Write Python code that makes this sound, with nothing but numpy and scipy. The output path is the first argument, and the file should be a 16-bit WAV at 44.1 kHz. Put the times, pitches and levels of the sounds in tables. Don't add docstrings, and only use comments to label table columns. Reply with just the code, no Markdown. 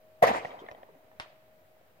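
import sys
import numpy as np
from scipy import signal
from scipy.io import wavfile

SR = 44100
rng = np.random.default_rng(int(sys.argv[2]) if len(sys.argv) > 2 else 0)


def volts_from_db(level):
    exponent = np.asarray(level, float) / 20
    return 10 ** exponent


def unload_audio(sound):
    columns = np.transpose(np.atleast_2d(sound))
    steps = np.round(np.clip(columns, -1, 1) * 32767)
    wavfile.write(sys.argv[1], SR, steps.astype(np.int16))


N = 88200

# t/s, air level/dB, hum level/dB
AMBIENCE = [
    (0, -65, -62.5),
    (.2, -63.5, -60.5),
    (.9, -64, -65.5),
    (1.15, -64.5, -64.5),
    (1.5, -64.5, -66.5),
    (2.0, -64.5, -69.5),
]
# f/Hz, level/dB
AIR_COLOUR = [(30, -12), (100, -4), (250, -10), (450, -7.5), (620, -1.5), (850, -12), (2000, -15.5),
              (6000, -31)]
# f/Hz, level/dB
HISS_COLOUR = [(30, -9), (3000, -8), (7000, -13), (10000, -13.5), (13000, -6.5), (16000, 7)]
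# f/Hz, likeness/1 (-1 to 1)
LIKENESS = [(60, 0.21), (130, 1), (290, 0.71), (640, 0.6), (1200, -0.23), (3100, 0.089), (7000, -0.19)]

# t/s, peak level/dB, pulse length/ms, left lag/ms
FAR_PULSES = [
    (1.1990, -17.5, .6, -.22),
    (1.2001, -22, .6, -.3),
    (1.2020, -33, .9, -.35),
    (1.2042, -33, .9, -.2),
]
# f/Hz, level/dB, swell/ms
FAR_RINGS = [(3600, -37, .7), (5400, -42, 1.1), (9200, -50, 1.2)]
# f/Hz, level/dB
FAR_COLOUR = [(50, -19), (300, -8), (950, 3), (2000, 4), (4200, -2.5), (6000, -20), (9300, -19.5),
              (10500, -59)]

# t/s, level/dB, f/Hz, length/s
FLURRIES = [
    (.222, -46, 10000, .026),
    (.350, -65, 9000, .035),
    (.595, -62, 3250, .025),
    (.59, -70, 4600, .03),
    (.716, -72, 5400, .012),
    (.690, -64, 1900, .03),
    (1.1985, -57, 3600, .035),
    (.44, -66, 4600, .06),
    (.268, -56, 9000, .025),
    (.885, -62, 400, .06),
]
# t/s, level/dB, tilt above the body/(dB per octave)
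SCATTER = [
    (.221, -53, -5),
    (.228, -26.5, 0),
    (.258, -26.5, -3),
    (.280, -28, -1),
    (.315, -30, -3.5),
    (.37, -32.5, -2),
    (.41, -44, -2),
    (.74, -55, -6),
    (.85, -63, -4.5),
]
# f/Hz, level/dB
SCATTER_COLOUR = [(50, -23.5), (380, -14), (640, -8), (1000, -6), (1450, -14.5), (2050, -17), (4000, -22),
                  (15000, -40)]
# f/Hz, width/Hz, gain/dB
SCATTER_RINGS = [(701, 82, 1), (516, 130, -7), (973, 28, -0.5), (2050, 500, 3)]
# t/s, left lag/ms
SCATTER_LAG = [
    (.40, -.42),
    (.47, .3),
    (.9, .3),
    (1.0, -.25),
]
# f/Hz, likeness/1
SCATTER_LIKENESS = [(60, .9), (640, .75), (2000, 0.22), (7000, .4)]

# t/s, peak level/dB, f/Hz, swell/ms
THUMPS = [
    (0.2253, -25.5, 153, 3.3),
    (0.234, -35.5, 94.8, 2.9),
    (0.281, -41, 91, 3.3),
    (0.306, -32, 222, 3.6),
    (0.449, -42, 154, 2.3),
    (0.712, -47, 103, 1.57),
    (0.921, -63, 164, 9.3),
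    (.955, -57, 275, 5.3),
    (1.31, -67, 150, 12),
    (1.199, -50, 132.4, 1.65),
]
# t/s, peak level/dB, f/Hz, t60/ms, left lag/ms
GLINTS = [(.2745, -26, 1880, 40, -0.38), (.2805, -28.5, 2270, 25, -.43), (1.2005, -40, 950, 95, -0.31),
          (1.2005, -51, 1710, 60, -0.21), (.4487, -35, 1920, 46, 0.37), (0.4489, -38, 2860, 14, 0.22),
          (0.5054, -49.5, 3220, 53, .2), (.5166, -43.5, 1900, 23, -0.0056), (.5445, -63, 1880, 13, 0.21),
          (.5679, -61, 1890, 34, -0.076), (0.5897, -49, 3210, 54, 0.096), (.6632, -48, 2050, 25, 0.059),
          (0.6646, -49, 3370, 15, 0.091), (.6857, -39, 1810, 50, 0.016), (.6872, -52, 3450, 15, 0.2),
          (.7126, -49, 1780, 16, -0.37), (0.714, -41, 2600, 11, -0.26), (0.7135, -50, 3830, 14, -0.284),
          (0.7126, -55, 5500, 14, -0.36), (.747, -55, 1960, 50, -0.16), (0.748, -52, 3170, 20, -0.069),
          (.8314, -49.5, 1820, 19, 0.53), (0.8308, -53, 2500, 10, 0.32), (0.8316, -54.5, 3310, 14, 0.35),
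          (.8922, -66, 2040, 20, 0.43)]
# t/s, peak level/dB, body f/Hz, upper part level/dB, left lag/ms
ECHOES = [(.428, -39, 550, -13, 0.077), (.4480, -25, 770, -9.5, 0.34), (.4535, -31, 556, -2.5, 0.47),
          (.470, -37.5, 700, -27, 0.2), (.495, -45, 710, -11, 0.02), (.515, -48, 630, -10, -0.56),
          (.5440, -35, 640, -29, 0.33), (.590, -43, 950, -21, 0.092), (.618, -40.5, 375, -27, 0.06),
          (.638, -40, 427, -33, 0.19), (.663, -51, 685, -5, 0.075), (.6865, -35, 795, 0.5, 0.35),
          (.6905, -39.5, 626, -20, 0.058), (.713, -38.5, 607, -3.5, 0.37), (.720, -39.5, 664, -6, .3),
          (.729, -45, 575, -9, 0.19), (.7475, -41, 690, -12, -0.15), (.8310, -38.5, 635, -11, 0.39),
          (.8350, -47, 650, -13, 0.14), (.889, -48, 524, -7, 0.24), (.950, -50, 617, -12, 0.31),
          (1.115, -51.5, 890, -1, 0.25), (1.259, -49, 610, -15.5, -0.15), (1.277, -57, 630, -28, -0.38),
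          (1.301, -49, 630, -25, -0.13), (1.328, -51, 640, -24.5, -0.15), (1.767, -52.5, 670, -13, 0.24),
          (1.812, -51, 630, -20, 0.12)]
# t/s, peak level/dB, body f/Hz, upper part level/dB, left lag/ms
FRONTS = [(.2214, -23, 630, -16, -.2), (.2241, -11, 680, -13, -.42), (.2256, -12, 670, -14, -.35),
          (.2270, -10, 700, -11, -.25), (.2299, -14, 660, -8, -.15), (.2328, -22, 640, 0, -.3),
          (.2346, -16, 550, -6, -.1), (.2364, -9, 570, -9, 0.05), (.2390, -20, 800, 5, .2),
          (.2409, -12, 660, -11, -.2), (.2468, -17, 700, -10, -.3), (.2515, -20, 800, -6, -.3),
          (.2570, -21, 600, -9, -.3), (.2695, -19, 650, -8, -.43), (.2745, -21, 720, -1, -.43),
          (.2805, -23, 620, -1, -.45), (.2858, -17, 690, -12, -.1), (.2900, -19, 700, -8, 0),
          (.2950, -23, 700, -8, -.3), (.3135, -18, 705, -14, -.23), (.333, -27, 700, -12, -.23),
          (.347, -27, 690, -10, -.1), (.358, -27, 700, -10, -.2), (.384, -29, 700, -12, -.25)]
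# f/Hz, level/dB, ring/ms
UPPER = [(1073, -1, 0.99), (1935, -3.5, 1.3), (2245, -11.5, 0.67), (3500, -20, 1.3), (4480, -21.5, 0.37),
         (6360, -15.5, 0.16), (8200, -41, 0.34), (11700, -17.5, 0.26)]

TIME_S = np.arange(N) / SR
BLAST_S = FRONTS[0][0]
HALF_APART = np.array([[.5], [-.5]])


def rms_one(x):
    return x / np.sqrt(np.mean(x ** 2) + 1e-20)


def in_time(rows):
    s, *columns = np.transpose(rows)
    return [np.interp(TIME_S, s, c) for c in columns]


def at_hz(points, hz):
    table_hz, values = np.transpose(points)
    return np.interp(np.log(hz), np.log(table_hz), values)


def drift(rate):
    r = np.exp(-80 * np.pi * rate / SR)
    noise = rng.standard_normal(N // 40 + 2002)
    slow = signal.lfilter([1], [1, -2 * r, r * r], noise)[2000:]
    return np.interp(np.arange(N) / 40, np.arange(len(slow)), rms_one(slow))


def bandpass(x, low, high):
    return signal.sosfilt(signal.butter(2, [low, high], "band", fs=SR, output="sos"), x)


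def bands(spectrum, patchy_db, rate, shape, likeness=LIKENESS):
    out, power = 0, 0
    edges = 25 * 2 ** np.arange(0, 9.5, 1 / 3)
    white = rng.standard_normal((2, 2, N))
    together = drift(rate)
    for k, (low, high) in enumerate(zip(edges, edges[1:])):
        mid, side = bandpass(white[k % 2], low, high)
        hz = np.sqrt(low * high)
        alike = np.clip(at_hz(likeness, hz), -.99, .99)
        level = volts_from_db(at_hz(spectrum, hz))
        power += level ** 2 * (high - low) * 2 / SR
        flicker_db = patchy_db * (0.37 * together + 1.13 * drift(rate))
        gain = level * volts_from_db(flicker_db) * shape(hz)
        out = out + gain * (np.sqrt(1 + alike) * mid + np.sqrt(1 - alike) * side * [[1], [-1]])
    return out / np.sqrt(2 * power)


def ages(s, lag_ms):
    i = int(s * SR) - 50
    t = (i + np.arange(2646)) / SR - s - HALF_APART * lag_ms / 1000
    return slice(i, i + 2646), np.maximum(t, 0)


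def swell(t, tau):
    return t / tau * np.exp(1 - t / tau)


def sine(hz, t):
    return np.sin(2 * np.pi * hz * t)


def ambience():
    air_db, hum_db = in_time(AMBIENCE)
    phase = 2 * np.pi * 630.5 * TIME_S + .3 * drift(2)
    hum_gain = volts_from_db(hum_db + 1.0 * drift(2.5))
    hum_pan = volts_from_db(HALF_APART * 1.5)
    hum = np.sqrt(2) * np.sin(phase) * hum_gain * hum_pan
    air = bands(AIR_COLOUR, 0.71, 13, lambda hz: volts_from_db(air_db))
    hiss = volts_from_db(-75) * bands(HISS_COLOUR, 0.6, 5.9, lambda hz: 1)
    return hum + air + hiss


def far_shot():
    pulses = np.zeros((2, N))
    for s, db, ms, lag in FAR_PULSES:
        where, t = ages(s, lag)
        u = t * 1000 / ms
        pulses[:, where] += volts_from_db(db) * np.sin(2 * np.pi * u ** .8) * np.exp(-2 * u) * (u < 1)
    out = signal.sosfilt(signal.butter(4, 5500, fs=SR, output="sos"), pulses + 1e-18)

    start_s, _, _, lag = FAR_PULSES[0]
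    where, t = ages(start_s, lag)
    for hz, db, ms in FAR_RINGS:
        out[:, where] += volts_from_db(db) * swell(t, ms / 1000) * sine(hz, t)

    age = TIME_S - start_s
    early_db, early_t60_s = -45, 0.19
    late_db, late_t60_s = -56, 0.9

    def tail_gain(hz):
        fall = -60 * np.maximum(age, 0) * (max(hz, 1000) / 1000) ** 0.25
        early = volts_from_db(early_db + fall / early_t60_s)
        late = volts_from_db(late_db + fall / late_t60_s)
        return (age > 0) * (early + late)

    return out + bands(FAR_COLOUR, 1.57, 52, tail_gain)


def flurries():
    out = np.zeros((2, N))
    t = np.arange(4410) / SR
    for s, db, hz, length in FLURRIES:
        width = 1.45 if hz in (3600, 4600) or hz > 6000 else 1.1
        noise = rng.standard_normal((3, len(t)))
        mid, *sides = bandpass(noise, hz / width, hz * width)
        i = int(s * SR)
        out[:, i:i + len(t)] += volts_from_db(db) * rms_one(mid + .8 * np.array(sides)) * swell(t, length / 3)
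    return out


def scatter():
    db, tilt = in_time(SCATTER)
    age = np.clip(TIME_S - SCATTER[0][0], 0, 1)
    late = np.maximum(TIME_S - SCATTER[-1][0], 0)

    def tail_gain(hz):
        fade_db = db - 30 * late
        tilt_db = tilt * max(np.log2(hz / 640), 0)
        bass_db = (hz < 450) * 7.5 * age
        return (age > 0) * volts_from_db(fade_db + tilt_db + bass_db)

    return bands(SCATTER_COLOUR, 1.72, 21.0, tail_gain, SCATTER_LIKENESS)


def resonant(x):
    out = x.copy()
    for hz, width_hz, db in SCATTER_RINGS:
        out += volts_from_db(db) * signal.lfilter(*signal.iirpeak(hz, hz / width_hz, SR), x + 1e-18)
    return out


def lagged(x):
    lag, = in_time(SCATTER_LAG)
    n = np.arange(N)
    shift = lag * SR / 2000
    return np.array([np.interp(n - side * shift, n, c) for side, c in zip((1, -1), x)])


def thumps():
    out = np.zeros((2, N))
    for s, db, hz, ms in THUMPS:
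        where, t = ages(s, 0)
        out[:, where] += volts_from_db(db) * swell(t, ms / 1000) * sine(hz, t)
    return out * volts_from_db(HALF_APART * -2.5)


def glints():
    out = np.zeros((2, N))
    rise_ms = .5
    for s, db, hz, ms, lag in GLINTS:
        where, t = ages(s, lag)
        pair = sine(hz, t) + volts_from_db(-5) * sine(hz * 1.14, t)
        rise = 1 - np.exp(-1000 * t / rise_ms)
        out[:, where] += volts_from_db(db - 60000 * t / ms) * rise * pair
    return out


def fronts(rows):
    out = np.zeros((2, N))
    chance = rng.standard_normal((len(rows), 3, 2, len(UPPER)))
    for (s, db, hz, upper_db, lag), (side_luck, level_luck, pitch_luck) in zip(rows, chance):
        where, t = ages(s, lag)
        wave = swell(t, 1.25 / hz) ** 2 * sine(hz, t)
        for k, (up_hz, up_db, ms) in enumerate(UPPER):
            loss_db = 3.5 * (s - BLAST_S) * up_hz / 1000
            spread_db = 1.5 * side_luck[:, k:k + 1] + 4 * level_luck[0, k]
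            gain = volts_from_db(upper_db + up_db - loss_db + spread_db)
            ring_hz = up_hz * (1 + .022 * pitch_luck[0, k])
            wave = wave + gain * swell(t, ms / 1000) * sine(ring_hz, t)
        out[:, where] += volts_from_db(db) * wave
    return out


def scene():
    tail = lagged(resonant(scatter()))
    bed = ambience() + far_shot() + flurries() + tail
    return bed + thumps() + glints() + fronts(ECHOES) + fronts(FRONTS)


def roll_off(x):
    return signal.sosfilt(signal.butter(12, 16310, fs=SR, output="sos"), x)


def record(dry):
    ceiling, low_cut_hz, top_cut_hz = .8, 50, 16400
    x = ceiling * np.tanh(dry / ceiling)
    x = signal.sosfilt(signal.butter(2, low_cut_hz, "high", fs=SR, output="sos"), x)
    x = signal.sosfilt(signal.cheby2(16, 60, top_cut_hz, fs=SR, output="sos"), x)
    return roll_off(x - .0005)


dry = scene()
out = record(dry)
unload_audio(out)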